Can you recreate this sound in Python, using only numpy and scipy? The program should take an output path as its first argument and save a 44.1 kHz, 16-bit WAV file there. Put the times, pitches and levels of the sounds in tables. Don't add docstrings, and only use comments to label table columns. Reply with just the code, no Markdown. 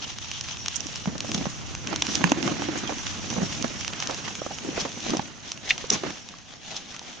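import sys
import numpy as np
from scipy import signal
from scipy.fft import rfft, irfft
from scipy.io import wavfile
from scipy.ndimage import uniform_filter1d

SR = 44100
rng = np.random.default_rng(int(sys.argv[2]) if len(sys.argv) > 2 else 0)


def transcribe(u):
    v = np.clip(np.atleast_2d(u).T, -1, 1)
    q = np.round(v * 32767).astype(np.int16)
    wavfile.write(sys.argv[1], SR, q)


N = 317520

# (time [s], relative level [dB], centre [Hz], left over right [dB])
POPS = [(0.1861,-33,3700,-1), (0.3154,-30.5,3700,-2), (0.4111,-28.5,4530,-1), (0.4866,-34,3490,-1),
        (.571,-37,3400,3), (.661,-29,3500,-1), (0.6835,-24,4220,0.5), (0.806,-28,4790,-20),
        (0.869,-32,5140,-11), (0.9587,-31,4230,0), (1.0577,-36.5,1980,-8), (1.181,-34,4520,13),
        (1.2059,-27,3800,-1), (1.3178,-28,3700,-1), (1.3464,-24.5,4400,1), (1.379,-33,4670,-17),
        (1.751,-31,4160,-1), (1.873,-28.5,3480,-1), (1.961,-25.5,3920,0.5), (2.0228,-18.5,3550,-0.5),
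        (2.0685,-27.5,3950,-8), (2.1545,-21,5030,-10), (2.3188,-24.5,6000,0), (2.428,-27.5,3050,-25),
        (2.478,-24.5,1500,-29), (2.8763,-34,3310,-12), (2.984,-36,3500,-9), (3.068,-28.5,3350,-7),
        (3.303,-30.5,3820,-17), (3.626,-27,4400,-7), (3.8104,-31.5,3860,-10), (3.8478,-30.5,2820,-9),
        (3.8797,-26.5,4420,-4), (3.9352,-33,3040,-3), (4.0027,-28,4200,-2), (4.025,-28.5,2200,-17),
        (4.0733,-28,4370,4), (4.111,-32,4900,0), (4.1462,-34.5,4300,0), (4.3535,-34,2920,-1),
        (4.893,-40,4900,2), (4.919,-38,3800,0), (5.0047,-37,4060,0), (5.1058,-29,4230,3),
        (5.1706,-28,4630,6), (5.5187,-28,4300,-2), (5.576,-39.5,3320,0), (5.7802,-31.5,3660,-1),
        (5.903,-37,3500,-2), (5.936,-34,5500,1), (6.106,-36,3450,3), (6.289,-39,3900,0), (6.34,-44,1300,-4),
        (6.386,-46,5800,10), (6.965,-38,3140,0), (6.994,-36.5,3500,1)]
# (time [s], relative level [dB])
STEAM_CURVE = [(0,-40.5), (.2,-50.5), (.8,-43.5), (1.13,-45.5), (1.35,-38), (1.78,-43.5), (2.05,-40.5),
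               (3.2,-38), (3.55,-35.5), (3.75,-40.5), (4.25,-38), (4.5,-40.5), (4.93,-40.5), (5.13,-40),
               (5.35,-46.5), (6.1,-43.5), (6.35,-54), (6.6,-55.5), (7.2,-46.5)]
# (time [s], half-width [s], lift of high jets [dB], lift of low jets [dB])
SAP_SURGES = [(0.032,0.015,-2,9.5), (0.112,0.028,4,10), (0.23,0.025,7,6), (0.343,0.093,7,13),
              (0.512,0.026,3,11), (0.717,0.097,4.5,9), (0.99,0.061,5.5,7), (2.14,0.077,8,8),
              (2.464,0.017,8,5), (2.64,0.016,5,6.5), (2.786,0.0082,10.5,5), (3.08,0.049,1.5,3.5),
              (3.82,0.018,3.5,6.5), (4.016,0.018,2,9)]
# (time [s], level [dB], half-width [s], centre [Hz], left over right [dB])
SPURTS = [(.345,-40,0.033,3700,0), (.762,-21,0.0049,7450,-18), (1.348,-29,0.0045,4160,-3),
          (2.121,-39,.02,4150,-15), (2.154,-22.5,0.0027,4700,-4), (2.297,-30,0.003,3970,-3),
          (4.808,-27.5,0.0064,4770,3), (5.7,-24.5,0.0067,3860,-1), (5.904,-10,0.0014,5500,-0.5),
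          (5.934,-24.5,0.012,6160,1), (6.769,-31,0.0065,4050,1)]
# (time [s], level [dB], half-width [s], pitch [Hz])
WHISTLES = [(0.05,-40,0.0066,2960), (0.361,-43,0.031,3220), (0.521,-36,0.007,6060), (0.53,-41,0.0073,3150),
            (0.609,-38.5,0.021,5760), (2.878,-33,0.006,3300)]
# (frequency [Hz], gain [dB])
SNAP_EQ = [(100, -29.5), (500, 1.5), (1000, 7.5), (2000, -3), (2900, 1.5), (4500, -6), (5900, 5.5),
           (7000, 1), (10000, -2.5)]
TICK_EQ = [(300, -28.5), (800, -6), (1500, -3.5), (2900, -10), (4600, -12.5), (5800, 7), (9000, -1.5)]
HIGH_JET_EQ = [(1000, -23), (3000, -21), (4500, -12), (5300, 0), (5800, -3.5), (6600, 3), (9000, -4)]
LOW_JET_EQ = [(300, -27.5), (800, -4), (1500, -6.5), (2300, -3.5), (2900, 2.5), (3700, -1), (4600, -4),
              (6000, -2), (9000, -19)]
FLAME_EQ = [(15,-13), (30,-13.5), (50,-4.5), (80,2), (130,0.5), (185,-8), (250,-17), (500,-46), (2000,-53)]
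# (time [s], level [dB])
FLAME_CURVE = [(0,-44.5), (1,-42), (1.7,-38), (2.1,-40), (2.6,-42), (3.5,-38.5), (4.2,-46), (5,-48),
               (5.7,-51.5), (6.4,-54.5), (7.2,-60)]

# (time of full weight [s], build-up [s], crunch [dB], deep thud [dB], hollow groan [dB])
LOADS = [(1.09,0.015,-44,-35,-42), (1.38,0.17,-47,-34,-40.5), (1.921,0.035,-30,-31,-33.5),
         (2.25,0.18,-31,-30,-34), (2.50,0.2,-36.5,-30.5,-34.5), (2.72,0.4,-34,-34.5,-35.5),
         (2.90,1,-39,-60,-55), (3.409,0.063,-36,-26,-40), (3.64,0.26,-44,-39,-45),
         (4.10,0.26,-36.5,-43.5,-56), (4.28,0.0082,-35,-57.5,-60), (4.68,0.024,-43,-31,-42),
         (4.80,0.11,-42,-33.5,-49), (5.14,0.088,-40,-33.5,-34.5), (5.93,0.0098,-25.5,-28,-46),
         (6.069,0.028,-29.5,-32.5,-35.5), (6.78,0.19,-62,-49,-59)]
# (crunch [dB], thud [dB], groan [dB])
EMBERS_DB = [-45, -46.5, -57.5]
# (time [s], relative thud level [dB], pitch [Hz], thud decay [s], crunch level [dB], crunch decay [s])
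KNOCKS = [(0.858,-32.5,280,.006,-51,0.004), (1.057,-33,202,0.0051,-35.5,0.0021),
          (1.073,-23,186,0.01,-33.5,0.006), (1.153,-30,177,0.0057,-35,0.0062),
          (1.241,-48,228,.006,-34.5,0.01), (1.292,-30.5,217,0.0065,-40,0.0014),
          (1.348,-26,191,0.0086,-36,0.0086), (1.377,-28,188,0.0086,-39,0.0033),
          (1.411,-27,220,0.0061,-36.5,.0023), (1.455,-34,252,.005,-29,0.0043),
          (1.467,-24,185,.006,-37,0.0021), (1.927,-40,195,0.0087,-28.5,0.0053),
          (2.24,-20.5,179,0.018,-35,0.0017), (2.318,-14.5,283,0.005,-21.5,0.003),
          (2.385,-28.5,294,0.0046,-49,0.0022), (2.428,-29,300,0.0076,-37,0.0035),
          (2.476,-28.5,340,0.0065,-29,0.013), (2.62,-34,298,.006,-28,0.0029),
          (2.686,-25.5,317,0.01,-33,.0042), (2.835,-24,322,0.0029,-39,0.0042),
          (2.756,-37,300,0.0055,-32,0.0028), (2.891,-36,282,0.0063,-27.5,0.019),
          (2.921,-31.5,286,0.0074,-32.5,0.0073), (3.327,-34,240,0.0045,-35,.003),
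          (3.363,-36,220,0.0046,-31.5,0.0069), (3.38,-21.5,203,0.0053,-30.5,0.011),
          (3.418,-23,181,.006,-31.5,0.006), (3.429,-21,194,0.0067,-35,.005),
          (3.643,-21.5,245,0.0054,-24,0.0045), (4.095,-36,280,0.0082,-28.5,0.016),
          (4.416,-36,362,0.004,-52,0.0052), (4.465,-35,370,.005,-39,0.0026),
          (4.648,-29.5,330,0.0044,-39,0.0044), (4.688,-25,295,0.004,-36.5,0.0048),
          (4.775,-31,383,0.007,-32,0.017), (4.85,-32,271,0.0074,-30,0.014),
          (4.973,-35.5,222,.006,-39.5,.005), (5.062,-31,297,0.0053,-34.5,0.0045),
          (5.096,-24,235,0.005,-34,0.003), (5.134,-22,320,0.006,-26,0.0063),
          (5.147,-25,333,0.0054,-31.5,0.0056), (5.167,-28,200,0.0069,-33,0.0094),
          (5.193,-21.5,210,0.0032,-28,0.0036), (5.914,-31.5,403,0.0075,-31,.004),
          (5.93,-29.5,209,0.0095,-41,0.0044), (6.035,-25,370,0.0046,-29,0.0061),
          (6.063,-32,249,0.0045,-32,0.0029), (6.105,-34,251,0.0022,-48,0.0027)]
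# (time [s], level [dB], left over right [dB])
BRANCH_CRACKS = [(2.2419,-12,-16), (2.3201,-18,-16)]
# (time [s], level [dB], pitch [Hz], rasp decay [s])
CLACKS = [(2.3205,-33,570,.002), (4.092,-30,627,0.0053), (4.4182,-24.5,614,0.00088),
          (4.4641,-24,614,0.0015), (4.510,-27,780,0.01), (4.777,-20,674,0.0037), (4.853,-27,880,0.0046),
          (5.137,-26.5,550,.0006), (5.1955,-23.5,846,0.00086), (5.842,-27.5,520,0.0034),
          (7.016,-38.5,900,.002)]
# (time [s], half-width [s], level [dB])
RUSTLES = [(4.801,0.038,-30.5), (5.082,0.051,-34), (5.49,0.032,-39.5), (5.7,0.039,-33.5), (5.805,0.025,-36),
           (5.946,0.031,-31), (6.122,0.076,-43), (6.327,0.087,-47), (6.525,0.044,-44), (6.735,0.077,-37.5),
           (6.93,0.039,-40), (7.086,0.063,-41.5)]
# (time [s], level [dB])
STICK_BREAK = (5.7075, -15)
# (frequency [Hz], relative level [dB], decay [s])
STICK_MODES = [(1980, 3, 0.0025), (2200, 12.5, 0.0014), (2480, 10, 0.002), (2730, 3, 0.0053),
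               (3200, -4, .001), (3550, 1.5, 0.0035)]
# (frequency [Hz], gain [dB])
CRUNCH_EQ = [(150, -40.5), (350, -19), (700, 0), (1200, 3.5), (1800, 2), (3000, -2), (6000, -10),
             (9000, -36.5)]
THUD_EQ = [(25, -41), (60, -18), (130, -3.5), (185, -1.5), (240, 0.5), (310, -13), (420, -9.5), (700, -16),
           (2000, -71)]
MUFFLED_EQ = [(120, -22), (350, -2), (550, 5.5), (1100, -2), (1700, -4.5), (2600, -5), (6000, -4)]
BRANCH_EQ = [(200,-16), (650,-6), (1030,3.5), (1350,-8), (1700,0.5), (2200,-4), (2800,-2.5), (3700,-17),
             (5000,-19), (6000,-14), (7000,-13.5), (9500,-13)]
RUSTLE_EQ = [(300,-3.5), (520,-8.5), (760,-0.5), (1050,-8.5), (1700,-6.5), (2300,-5), (3400,-1.5),
             (4600,-7), (6200,-4.5), (9000,-15.5)]
# (frequency [Hz], gain [dB])
MICROPHONE_EQ = [(20, -1.5), (6600, 1), (7100, -4), (7800, -13.5), (9200, -15.5), (9900, -29), (10500, -53),
                 (15000, -59)]


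def pop(db, hz, pan_db, ring_db=-9):
    stretch = 1.5 + .05 * max(db + 26, 0)
    lead, burst = tearing(.0005 * stretch, .0007 * stretch, alike=0.93)
    ring_hz = hz * 0.9 * np.exp(0.17 * rng.standard_normal())
    ring = unit_rms(resonance(burst, ring_hz, q=9))
    body = unit_rms(resonance(burst, hz, q=1.13))
    snap = eq(body + gain_of(ring_db) * ring, SNAP_EQ)
    return lead, with_energy(snap, db + 1, held_s=.006) * pan(pan_db)


def small_pops(count=8):
    out, steam_db = np.zeros((2, N)), follow(STEAM_CURVE)
    moments = rng.integers(0, N, count)
    for at, (size, pitch, side) in zip(moments, rng.standard_normal((count, 3))):
        lead, sound = pop(steam_db[at] + 2 + 3.5 * size, hz=3900 * np.exp(.2 * pitch), pan_db=5 * side)
        add(out, at / SR + lead, sound)
    return out


def steam(high_db=-2, low_db=-3, tick_db=-8):
    pressure_db = follow(STEAM_CURVE) + 0.96 * wander(9)
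    surge_db = sum(np.outer(lift_db, swell(s, width)) for s, width, *lift_db in SAP_SURGES)
    high_flow, low_flow = gain_of(pressure_db + surge_db)
    high = gain_of(high_db) * jet(HIGH_JET_EQ, whistle_hz=5880, whistle_db=-6, fuzz_hz=200)
    low = gain_of(low_db) * jet(LOW_JET_EQ, whistle_hz=3250, whistle_db=-16.5, fuzz_hz=180)
    ticks = gain_of(tick_db) * bark_ticks()
    return high_flow * (high + ticks) + low_flow * low


def jet(tone, whistle_hz, whistle_db, fuzz_hz, sputter_db=2.4, alike=0.35):
    flow = patchy(stereo_noise(N, alike), depth_db=0.9) * gain_of(sputter_db * wander(60))
    flicker = gain_of(5 * np.tanh(wander(16)))
    note = fuzzy_note(whistle_hz * np.exp(.03 * wander(8)), fuzz_hz, alike)
    return unit_rms(eq(flow, tone)) + gain_of(whistle_db) * unit_rms(note * flicker)


def bark_ticks():
    t = np.arange(200) / SR
    splinter = rng.standard_normal(len(t)) * np.exp(-t / 0.00046)
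    splinter = irfft(np.exp(1j * np.angle(rfft(splinter))))
    splits = fractures(per_s=140, spread_db=1.5, scatter_db=10)
    ticks = signal.oaconvolve(splits, splinter[None])[:, :N]
    return unit_rms(eq(ticks, TICK_EQ))


def spurt(db, width, hz, pan_db, ragged_db=3):
    t = np.arange(-4096, 4096) / SR
    noise = stereo_noise(len(t), alike=0.64) * gain_of(ragged_db * wander(300, size=len(t)))
    noise = roll_off(noise, "highpass", hz=1500, order=2)
    hiss = eq(resonance(noise, hz, q=2.7), SNAP_EQ)
    bell = np.exp(-(t / width) ** 2 / 2)
    puff = unit_rms(hiss * bell) * np.sqrt(np.mean(bell ** 2))
    return t[0], gain_of(db) * puff * pan(pan_db)


def whistle(db, width, hz, sag_per_s=0.43):
    t = np.arange(-4096, 4096) / SR
    note = fuzzy_note(hz * np.exp(-sag_per_s * t), fuzz_hz=170, alike=0.34)
    return t[0], gain_of(db) * note * np.exp(-(t / width) ** 2 / 2)


def crush(clump_db=2, grain_share=0.29, groan_hz=305, groan_q=2.52):
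    clumps = gain_of(clump_db * wander(50))
    grains = np.sqrt(grain_share) * fractures(per_s=900, spread_db=1, scatter_db=4.5)
    hiss = np.sqrt(1 - grain_share) * stereo_noise(N, alike=0.23)
    drive = clumps * (grains + hiss)
    crunch = gain_of(-3) * unit_rms(eq(patchy(drive, depth_db=2), CRUNCH_EQ)) * pan(-8)
    thud = unit_rms(from_the_right(eq(drive, THUD_EQ)))
    hollow = resonance(resonance(drive, groan_hz, groan_q), groan_hz, groan_q)
    groan = unit_rms(from_the_right(hollow))
    crunch_gain, thud_gain, groan_gain = weight()
    return crunch_gain * crunch + thud_gain * thud + groan_gain * groan


def weight():
    t, steam_db = np.arange(N) / SR, follow(STEAM_CURVE)
    settling_db = np.array(EMBERS_DB)[:, None] + 0.7 * (steam_db - steam_db.mean())
    power = gain_of(settling_db) ** 2
    for s, build_s, *layer_db in LOADS:
        release_s = 0.025 + 0.31 * build_s
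        press = np.exp(np.minimum((t - s) / build_s, (s - t) / release_s))
        power += np.outer(gain_of(layer_db), press) ** 2
    return np.sqrt(power)


def knock(thud_db, hz, ring_s, crunch_db, crumble_s, lag_rad=1.0, pan_db=-7):
    t = np.arange(4096) / SR
    phase = 2 * np.pi * hz * t + np.array([[0], [lag_rad]])
    thud = np.sin(phase) * (1 - np.exp(-t / 0.0015)) * np.exp(-t / ring_s)
    spikes = stereo(rng.standard_normal((3, len(t))) ** 3, alike=0.36)
    grit = spikes * (1 - np.exp(-t / 0.00054)) * np.exp(-t / crumble_s)
    grit = resonance(eq(flattened(grit), MUFFLED_EQ), hz=718, q=0.73) * (t < .07)
    grit /= np.sqrt(np.mean(grit[:, t < .01] ** 2))
    return gain_of(thud_db + 10) * thud + gain_of(crunch_db) * grit * pan(pan_db)


def branch_crack(db, pan_db):
    lead, burst = tearing(rise_s=.001, fall_s=.0013, alike=.8)
    return lead, with_energy(eq(burst, BRANCH_EQ), db, held_s=.006) * pan(pan_db)


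def stick_snap(db):
    lead, burst = tearing(rise_s=0.0023, fall_s=0.0032, alike=0.89)
    age = np.arange(burst.shape[1]) / SR
    ring = sum(gain_of(mode_db) * np.exp(-age / decay) * np.cos(2 * np.pi * hz * age)
               for hz, mode_db, decay in STICK_MODES)
    snap = signal.oaconvolve(burst, ring[None], axes=1)
    snap = roll_off(snap, "highpass", hz=1500, order=4)
    snap = roll_off(snap, "lowpass", hz=7000, order=1)
    return lead, with_energy(snap, db, held_s=.01)


def clack(db, hz, rasp_s, ring_s=.0024):
    t = np.arange(-512, 1536) / SR
    age = t - t[0]
    blow = t == 0
    rasp = .12 * rng.standard_normal(len(t)) * np.exp(np.minimum(2 * t / rasp_s, -t / rasp_s))
    low_mode = np.exp(-age / ring_s) * np.sin(2 * np.pi * hz * age)
    high_mode = np.exp(-2 * age / ring_s) * np.sin(2 * np.pi * hz * 1.95 * age)
    note = signal.oaconvolve(blow + rasp, low_mode + gain_of(-5) * high_mode)
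    note = from_the_right(roll_off(note, "lowpass", hz=1800, order=1), lag_rad=0.27)
    return t[0], with_energy(note, db, held_s=.003) * pan(-6)


def brushwood(ragged_db=2):
    push = np.sqrt(sum((gain_of(db) * swell(s, width)) ** 2 for s, width, db in RUSTLES))
    scrape = patchy(stereo_noise(N, alike=0.45), depth_db=2) * gain_of(ragged_db * wander(120))
    return push * unit_rms(eq(scrape, RUSTLE_EQ)) * pan(1)


def flames():
    air = stereo_noise(N, alike=0.48) * np.array([[1], [-1]])
    return gain_of(follow(FLAME_CURVE)) * unit_rms(eq(air, FLAME_EQ)) * pan(-1.1)


def forest(x, wet_db=-17, t60_s=0.091, echoes_per_s=3000):
    t = np.arange(SR // 3) / SR
    echoes = rng.standard_normal((2, len(t))) * (rng.random((2, len(t))) < echoes_per_s / SR)
    tail = echoes * (t > .003) * gain_of(-60 * t / t60_s)
    tail /= np.linalg.norm(tail, axis=1, keepdims=True)
    return x + gain_of(wet_db) * signal.oaconvolve(x, tail, axes=1)[:, :N]


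def tearing(rise_s, fall_s, alike):
    t = np.arange(-512, 1536) / SR
    envelope = np.exp(np.minimum(t / rise_s, -t / fall_s))
    return t[0], flattened(stereo_noise(len(t), alike) * envelope)


def fractures(per_s, spread_db, scatter_db):
    at = np.flatnonzero(rng.random(N) < per_s / SR)
    size = gain_of(spread_db * np.minimum(rng.exponential(1, N), 4)) * rng.choice([-1, 1], N)
    side_db = scatter_db * rng.standard_normal(N)
    out = np.zeros((2, N))
    out[:, at] = size[at] * gain_of([side_db[at] / 2, -side_db[at] / 2])
    return unit_rms(out)


def patchy(x, depth_db):
    bands = signal.stft(x, nperseg=512, noverlap=384)[2]
    patches = uniform_filter1d(rng.standard_normal(bands.shape[1:]), size=5, axis=0)
    patches = unit_rms(uniform_filter1d(patches, size=12, axis=1))
    return signal.istft(bands * gain_of(depth_db * patches), nperseg=512, noverlap=384)[1][:, :N]


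def fuzzy_note(hz, fuzz_hz, alike):
    phase = 2 * np.pi * np.cumsum(hz) / SR
    notes = [wander(fuzz_hz, len(hz)) * np.cos(phase) + wander(fuzz_hz, len(hz)) * np.sin(phase)
             for _ in range(3)]
    return stereo(np.array(notes), alike)


def wander(rate_hz, size=N):
    f = np.fft.rfftfreq(size, 1 / SR)
    return unit_rms(irfft(rfft(rng.standard_normal(size)) / (1 + (f / rate_hz) ** 2), size))


def swell(s, width):
    return np.exp(-((np.arange(N) / SR - s) / width) ** 2 / 2)


def follow(curve):
    return np.interp(np.arange(N) / SR, *np.transpose(curve))


def eq(x, points):
    hz, db = np.transpose(points)
    f = np.fft.rfftfreq(x.shape[-1], 1 / SR)
    curve_db = np.interp(np.log(f + 1), np.log(hz), db)
    return irfft(rfft(x) * gain_of(curve_db), x.shape[-1])


def resonance(x, hz, q):
    return signal.lfilter(*signal.iirpeak(min(hz, SR / 4), q, fs=SR), x)


def roll_off(x, kind, hz, order):
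    return signal.sosfilt(signal.butter(order, hz, kind, fs=SR, output="sos"), x)


def flattened(burst):
    spectrum = rfft(burst)
    return irfft(spectrum / np.sqrt(abs(spectrum) + 1e-9))


def stereo(three, alike):
    return np.sqrt(alike) * three[0] + np.sqrt(1 - alike) * three[1:]


def stereo_noise(size, alike):
    return stereo(rng.standard_normal((3, size)), alike)


def from_the_right(x, lag_rad=0.35):
    return (signal.hilbert(x) * np.exp(1j * np.array([[-lag_rad], [0]]))).real


def pan(pan_db):
    return unit_rms(gain_of([[pan_db / 2], [-pan_db / 2]]))


def gain_of(db):
    return 10 ** (np.asarray(db) / 20)


def unit_rms(x):
    return x / np.sqrt(np.mean(x ** 2) + 1e-20)


def with_energy(sound, db, held_s):
    return gain_of(db) * sound / np.sqrt((sound ** 2).mean(0).sum() / (held_s * SR))


def add(mix, s, sound):
    start = round(s * SR)
    sound = sound[:, max(-start, 0):]
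    part = mix[:, max(start, 0):][:, :sound.shape[1]]
    part += sound[:, :part.shape[1]]


def scene():
    hits = small_pops()
    cues = ((pop, POPS), (spurt, SPURTS), (whistle, WHISTLES), (clack, CLACKS),
            (branch_crack, BRANCH_CRACKS), (stick_snap, [STICK_BREAK]))
    for source, table in cues:
        for s, *row in table:
            lead, sound = source(*row)
            add(hits, s + lead, sound)
    for s, *row in KNOCKS:
        add(hits, s, knock(*row))
    return forest(hits) + steam() + crush() + brushwood() + flames()


def record(dry, knee=12, cutoff_hz=15700):
    dulled = eq(dry, MICROPHONE_EQ)
    limited = dulled / (1 + abs(dulled) ** knee) ** (1 / knee)
    lowpass = signal.firwin(511, cutoff_hz, window=("kaiser", 9), fs=SR)
    return signal.oaconvolve(limited, lowpass[None], "same")


dry = scene()
out = record(dry)
transcribe(out)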